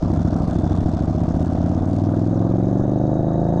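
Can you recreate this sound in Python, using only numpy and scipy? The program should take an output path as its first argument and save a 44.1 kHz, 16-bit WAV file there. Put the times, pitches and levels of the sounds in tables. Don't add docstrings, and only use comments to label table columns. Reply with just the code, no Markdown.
import sys
import numpy as np
from scipy import signal
from scipy.io import wavfile

SR = 44100
rng = np.random.default_rng(int(sys.argv[2]) if len(sys.argv) > 2 else 0)


def to_wav(s):
    ch = np.atleast_2d(s).T
    pcm = np.round(np.clip(ch, -1, 1) * 32767)
    wavfile.write(sys.argv[1], SR, pcm.astype(np.int16))


def attenuation_scalar(level_db):
    decades = np.asarray(level_db, float) / 20
    return 10 ** decades


N = 158760
MID_SPEED = 23
PIPES_DB, RASP_T60_S, RASP_TOP_HZ = 0.6, 0.053, 1730

# start_s, speed [four-stroke cycles per s]
OWN_SPEED = [(0.0, 14.255), (0.2, 13.282), (0.4, 12.773), (0.65, 13.299), (0.9, 13.323), (1.05, 13.985),
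             (1.2, 15.125), (1.4, 16.398), (1.6, 17.247), (1.8, 18.465), (2.1, 20.194), (2.4, 21.823),
             (2.7, 23.494), (3.0, 25.316), (3.15, 26.089), (3.3, 26.918), (3.45, 27.571), (3.6, 28.444)]
# pitch_hz (when slow), t60_s,
# pitch_rise [share, as the gas heats], height_slow, height_middle, height_fast [signed]
FRONT_MODES = [(66.9, 0.074, 0.25, -0.332, -0.152, -0.135), (94.5, 0.056, 0.2, 0.507, 0.446, 0.47),
               (143.5, 0.084, 0.27, 0.255, 0.078, 0.112), (174.6, 0.043, 0.06, -0.29, -0.347, -0.396),
               (239.1, 0.03, 0.5, -0.277, -0.387, 0.011), (294.9, 0.04, 0.13, -0.095, 0.732, 0.263),
               (316.4, 0.049, 0.29, 0.339, -0.143, -0.056), (435.2, 0.031, 0.2, -0.047, 0.092, 0.179),
               (520.0, 0.057, 0.32, 0.026, -0.013, -0.121), (619.5, 0.053, 0.2, -0.016, 0.068, 0.045),
               (692.9, 0.026, 0.16, 0.104, -0.013, 0.048), (908.1, 0.031, 0.18, 0.041, 0.007, 0.015)]
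REAR_MODES = [(65.8, 0.087, 0.2, -0.114, -0.09, 0.058), (91.1, 0.088, 0.2, 0.224, 0.223, 0.163),
              (157.3, 0.067, 0.03, 0.16, 0.171, 0.185), (166.7, 0.113, 0.18, -0.224, -0.176, -0.123),
              (209.0, 0.066, 0.21, -0.224, -0.226, -0.045), (251.0, 0.059, 0.2, 0.222, 0.282, 0.198),
              (351.0, 0.041, 0.16, -0.072, -0.057, -0.007), (415.7, 0.033, 0.2, 0.002, 0.066, 0.167),
              (500.0, 0.044, 0.2, 0.008, -0.119, -0.144), (606.6, 0.04, 0.2, -0.046, 0.047, 0.047),
              (634.5, 0.092, 0.03, -0.011, 0.003, -0.022), (808.9, 0.091, 0.1, -0.003, -0.004, -0.026)]
# pitch_hz, level_db [per Hz]
RASP_COLOUR = [(250, -40.5), (420, -13.5), (455, -6.5), (554, -7.5), (659, -6.5), (835, -11), (1640, -21.5),
               (2100, -34.5), (2730, -48), (4620, -120)]


def cylinder(share, modes):
    fired = moments(OWN_SPEED, -.3641, share)
    slow, fast = 13, 28
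    along = (np.interp(fired, *np.transpose(OWN_SPEED)) - slow) / (fast - slow)
    strength_db = 2 * rng.standard_normal(len(fired))
    return attenuation_scalar(PIPES_DB) * blow(fired, along, modes), train(fired, attenuation_scalar(strength_db))


def own_bike():
    front, front_clicks = cylinder(0, FRONT_MODES)
    rear, rear_clicks = cylinder(.3868, REAR_MODES)
    faster = in_time(OWN_SPEED) - MID_SPEED
    bursts = puff(front_clicks + rear_clicks, RASP_T60_S)
    rasp = attenuation_scalar(-43 - 0.28 * faster) * bursts * coloured(RASP_COLOUR, patchy_db=3)
    engine_cover = cover(3800, width_hz=240, level_db=-68.5)
    silencer = cover(1700, width_hz=120, level_db=-66)
    singing = attenuation_scalar(1.3 * faster) * (engine_cover + silencer)
    return front + rear + low_pass(rasp, RASP_TOP_HZ) + singing


# start_s, speed [cycles per s]
OTHER_SPEED = [(0.0, 17.69), (0.3, 17.707), (0.6, 18.06), (0.9, 18.451), (1.2, 18.963), (1.4, 18.835),
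               (1.6, 18.75), (1.9, 18.309), (2.2, 19.691), (2.6, 20.976), (3.1, 22.459), (3.6, 24.175)]


def other_firings():
    return np.concatenate([other_moments(share) for share in (0, .427)])


def other_moments(share):
    return moments(OTHER_SPEED, -.3444, share)


# share [of a cycle], level_db
VALVE_TICKS = [
    (.097, .1),
    (.301, -2),
    (.511, -1.5),
    (.696, -1.5),
]


def tick_gate():
    clicks = 0
    for share, db in VALVE_TICKS:
        s = other_moments(share)
        late_s = .0004 * rng.standard_normal(len(s)) - .002
        clicks = clicks + train(s + late_s, attenuation_scalar(db + 1.5 * rng.standard_normal(len(s))))
    return puff(clicks, t60=.018)


# pitch_hz, t60_s, pitch_rise [share],
# height_near, height_halfway, height_far [signed]
OTHER_MODES = [(90.8, 0.12, 0.2, 0.092, 0.039, 0.039), (159.4, 0.12, 0.03, 0.012, -0.024, 0.013),
               (208.0, 0.119, 0.19, 0.057, 0.022, 0.007), (261.2, 0.014, 0.17, -0.44, -0.205, -0.036),
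               (304.0, 0.064, 0.11, 0.093, 0.032, 0.003), (438.1, 0.008, 0.29, -0.264, -0.283, -0.079),
               (611.5, 0.035, 0.03, -0.107, -0.094, -0.031), (630.0, 0.022, 0.12, 0.113, -0.032, -0.041),
               (696.4, 0.044, 0.15, 0.034, -0.003, 0.019), (737.4, 0.029, 0.03, 0.034, 0.081, 0.019)]
# pitch_hz, t60_s, height
SHELL = [
    (178.3, 0.18, -0.053),
    (309, 0.23, 0.028),
]


def other_exhaust(fired, change_db):
    thumps = attenuation_scalar(PIPES_DB) * blow(fired, fired / 3, OTHER_MODES)
    gas = low_pass(coloured(RASP_COLOUR, patchy_db=2), RASP_TOP_HZ)
    rasp = attenuation_scalar(-43.5 + 1.27 * change_db) * puff(train(fired, 1), RASP_T60_S) * gas
    near = train(fired, np.clip(1 - (fired / 2.85) ** 2, 0, 1))
    shell = sum(height * ring(near, hz, t60) for hz, t60, height in SHELL)
    return thumps + rasp + shell


# start_s, level_db
OTHER_LEVEL = [
    (0.1, -52),
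    (0.59, -52),
    (1.96, -55),
    (2.12, -56.5),
    (3.21, -65),
    (3.5, -63.5),
]
# pitch_hz, level_db [per Hz]
TICK_COLOUR = [(1240, -34), (2100, -7.5), (2900, -9), (3550, -6.5), (4000, -8), (4590, -4), (6550, -7.5),
               (7700, -15), (8900, -9), (10100, -28.5), (13100, -47), (22000, -120)]
CLATTER_COLOUR = [(1240, -39.5), (2100, -8), (3300, -12), (3760, -9), (4170, -11), (5200, -10),
                  (6400, -11.5), (7600, -16), (8950, -18.5), (10000, -31.5), (13000, -42.5), (22000, -120)]
# pitch_hz, width_hz, level_db
ROCKER_COVERS = [
    (6460, 830, -67),
    (8900, 900, -76),
]


def other_bike():
    level_db = in_time(OTHER_LEVEL)
    change_db = level_db - level_db.mean()
    gate = tick_gate()
    valves = attenuation_scalar(level_db - 2) * gate * coloured(TICK_COLOUR, patchy_db=2)
    clatter = attenuation_scalar(-62 + 0.54 * change_db) * coloured(CLATTER_COLOUR, patchy_db=2)
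    rockers = (0.48 + 0.79 * gate) * sum(cover(*row) for row in ROCKER_COVERS)
    swell_db = 7.5 * np.exp(-((np.arange(N) / SR - .7) / 0.22) ** 2)
    singing = attenuation_scalar(change_db + swell_db) * (0.4 + 0.13 * gate) * cover(3550, width_hz=380, level_db=-64)
    return valves + other_exhaust(other_firings(), change_db) + rockers + clatter + singing


def wind():
    buffet = rms_one(low_pass(rng.standard_normal(N + SR), 40)[SR:])
    faster = in_time(OWN_SPEED) - MID_SPEED
    return attenuation_scalar(-39.5 - 0.5 * faster + 3 * drift(5.4)) * buffet


# pitch_hz, level_db [per Hz]
ROAR_COLOUR = [(12, -32), (20, -24), (97, -20.5), (177, -20), (311, -4), (442, -12), (640, -10),
               (1290, -26), (2100, -45), (2730, -84.5), (4620, -120)]


def road():
    return attenuation_scalar(-36) * low_pass(coloured(ROAR_COLOUR, patchy_db=3), 1730)


def moments(speed, start_cycle, share):
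    cycles = start_cycle + np.cumsum(in_time(speed)) / SR
    return np.interp(np.arange(-1, 90) + share, cycles, np.arange(N) / SR, -1, -1)


def blow(s, along, modes):
    chance = rng.standard_normal((len(s), 2 + len(modes)))
    s, along = s + .00004 * chance[:, 0], np.clip(along, 0, 1)
    after = np.arange(SR // 12) / SR
    rise = 1 - np.exp(-after / .002)
    rings = 0
    for k, (hz, t60, pitch_rise, *heights) in enumerate(modes):
        spread_db = .6 * chance[:, 1] + .6 * chance[:, 2 + k]
        height = np.interp(along, [0, .5, 1], heights) * attenuation_scalar(spread_db)
        tone = np.sin(2 * np.pi * hz * np.outer(1 + pitch_rise * along, after))
        rings = rings + height[:, None] * tone * attenuation_scalar(-60 * after / t60) * rise
    at = np.round(s * SR).astype(int)[:, None] + np.arange(len(after))
    heard = (at >= 0) & (s > -.5)[:, None]
    return low_pass(np.bincount(at[heard], rings[heard], N + SR)[:N], 1370)


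def cover(hz, width_hz, level_db):
    t60 = 2.2 / width_hz
    singing = ring(ring(rng.standard_normal(N), hz, t60), hz, t60)
    return attenuation_scalar(level_db + 2.5 * drift(25)) * rms_one(singing)


def train(s, gain):
    at = np.round(s * SR).astype(int)
    inside = (at >= 0) & (at < N)
    return np.bincount(at[inside], (gain + 0 * s)[inside], N) + 1e-18


def ring(clicks, hz, t60):
    r, w = attenuation_scalar(-60 / (t60 * SR)), 2 * np.pi * hz / SR
    return signal.lfilter([0, np.sin(w)], [1, -2 * r * np.cos(w), r * r], clicks)


def puff(clicks, t60):
    r = attenuation_scalar(-60 / (t60 * SR))
    risen = signal.lfilter([1], [1, -2 * r ** 3, r ** 6], clicks)
    return rms_one(signal.lfilter([1], [1, -r], risen))


def coloured(spectrum, patchy_db):
    hz, db = np.transpose(spectrum)
    edges = hz[0] * 2 ** np.arange(0, np.log2(hz[-1] / hz[0]), 1 / 3)
    white, out = rng.standard_normal((2, N)), 0
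    for k, (low, high) in enumerate(zip(edges, edges[1:])):
        sos = signal.butter(2, [low, high], "band", fs=SR, output="sos")
        band = signal.sosfilt(sos, white[k % 2])
        level_db = np.interp(np.log(low * high) / 2, np.log(hz), db)
        out = out + band * attenuation_scalar(level_db + patchy_db * drift(8.2))
    return rms_one(out)


def drift(rate_hz):
    r = np.exp(-2 * np.pi * rate_hz * 40 / SR)
    chance = rng.standard_normal(N // 40 + 2002)
    slow = rms_one(signal.lfilter([1], [1, -2 * r, r * r], chance)[2000:])
    return np.interp(np.arange(N) / 40, np.arange(len(slow)), slow)


def in_time(rows):
    return np.interp(np.arange(N) / SR, *np.transpose(rows))


def low_pass(x, hz):
    return signal.sosfilt(signal.butter(4, hz, fs=SR, output="sos"), x)


def rms_one(x):
    return x / np.sqrt(np.mean(x ** 2) + 1e-20)


def scene():
    bass_cut = signal.butter(1, 16, "high", fs=SR, output="sos")
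    bikes = signal.sosfilt(bass_cut, own_bike() + other_bike())
    return (bikes + wind() + road())[None]


def top_cut(x):
    return signal.sosfilt(signal.butter(12, 12800, fs=SR, output="sos"), x)


def record(dry):
    rounded = .62 * np.tanh(dry / .62)
    return top_cut(low_pass(rounded, 7510))


dry = scene()
out = record(dry)
to_wav(out)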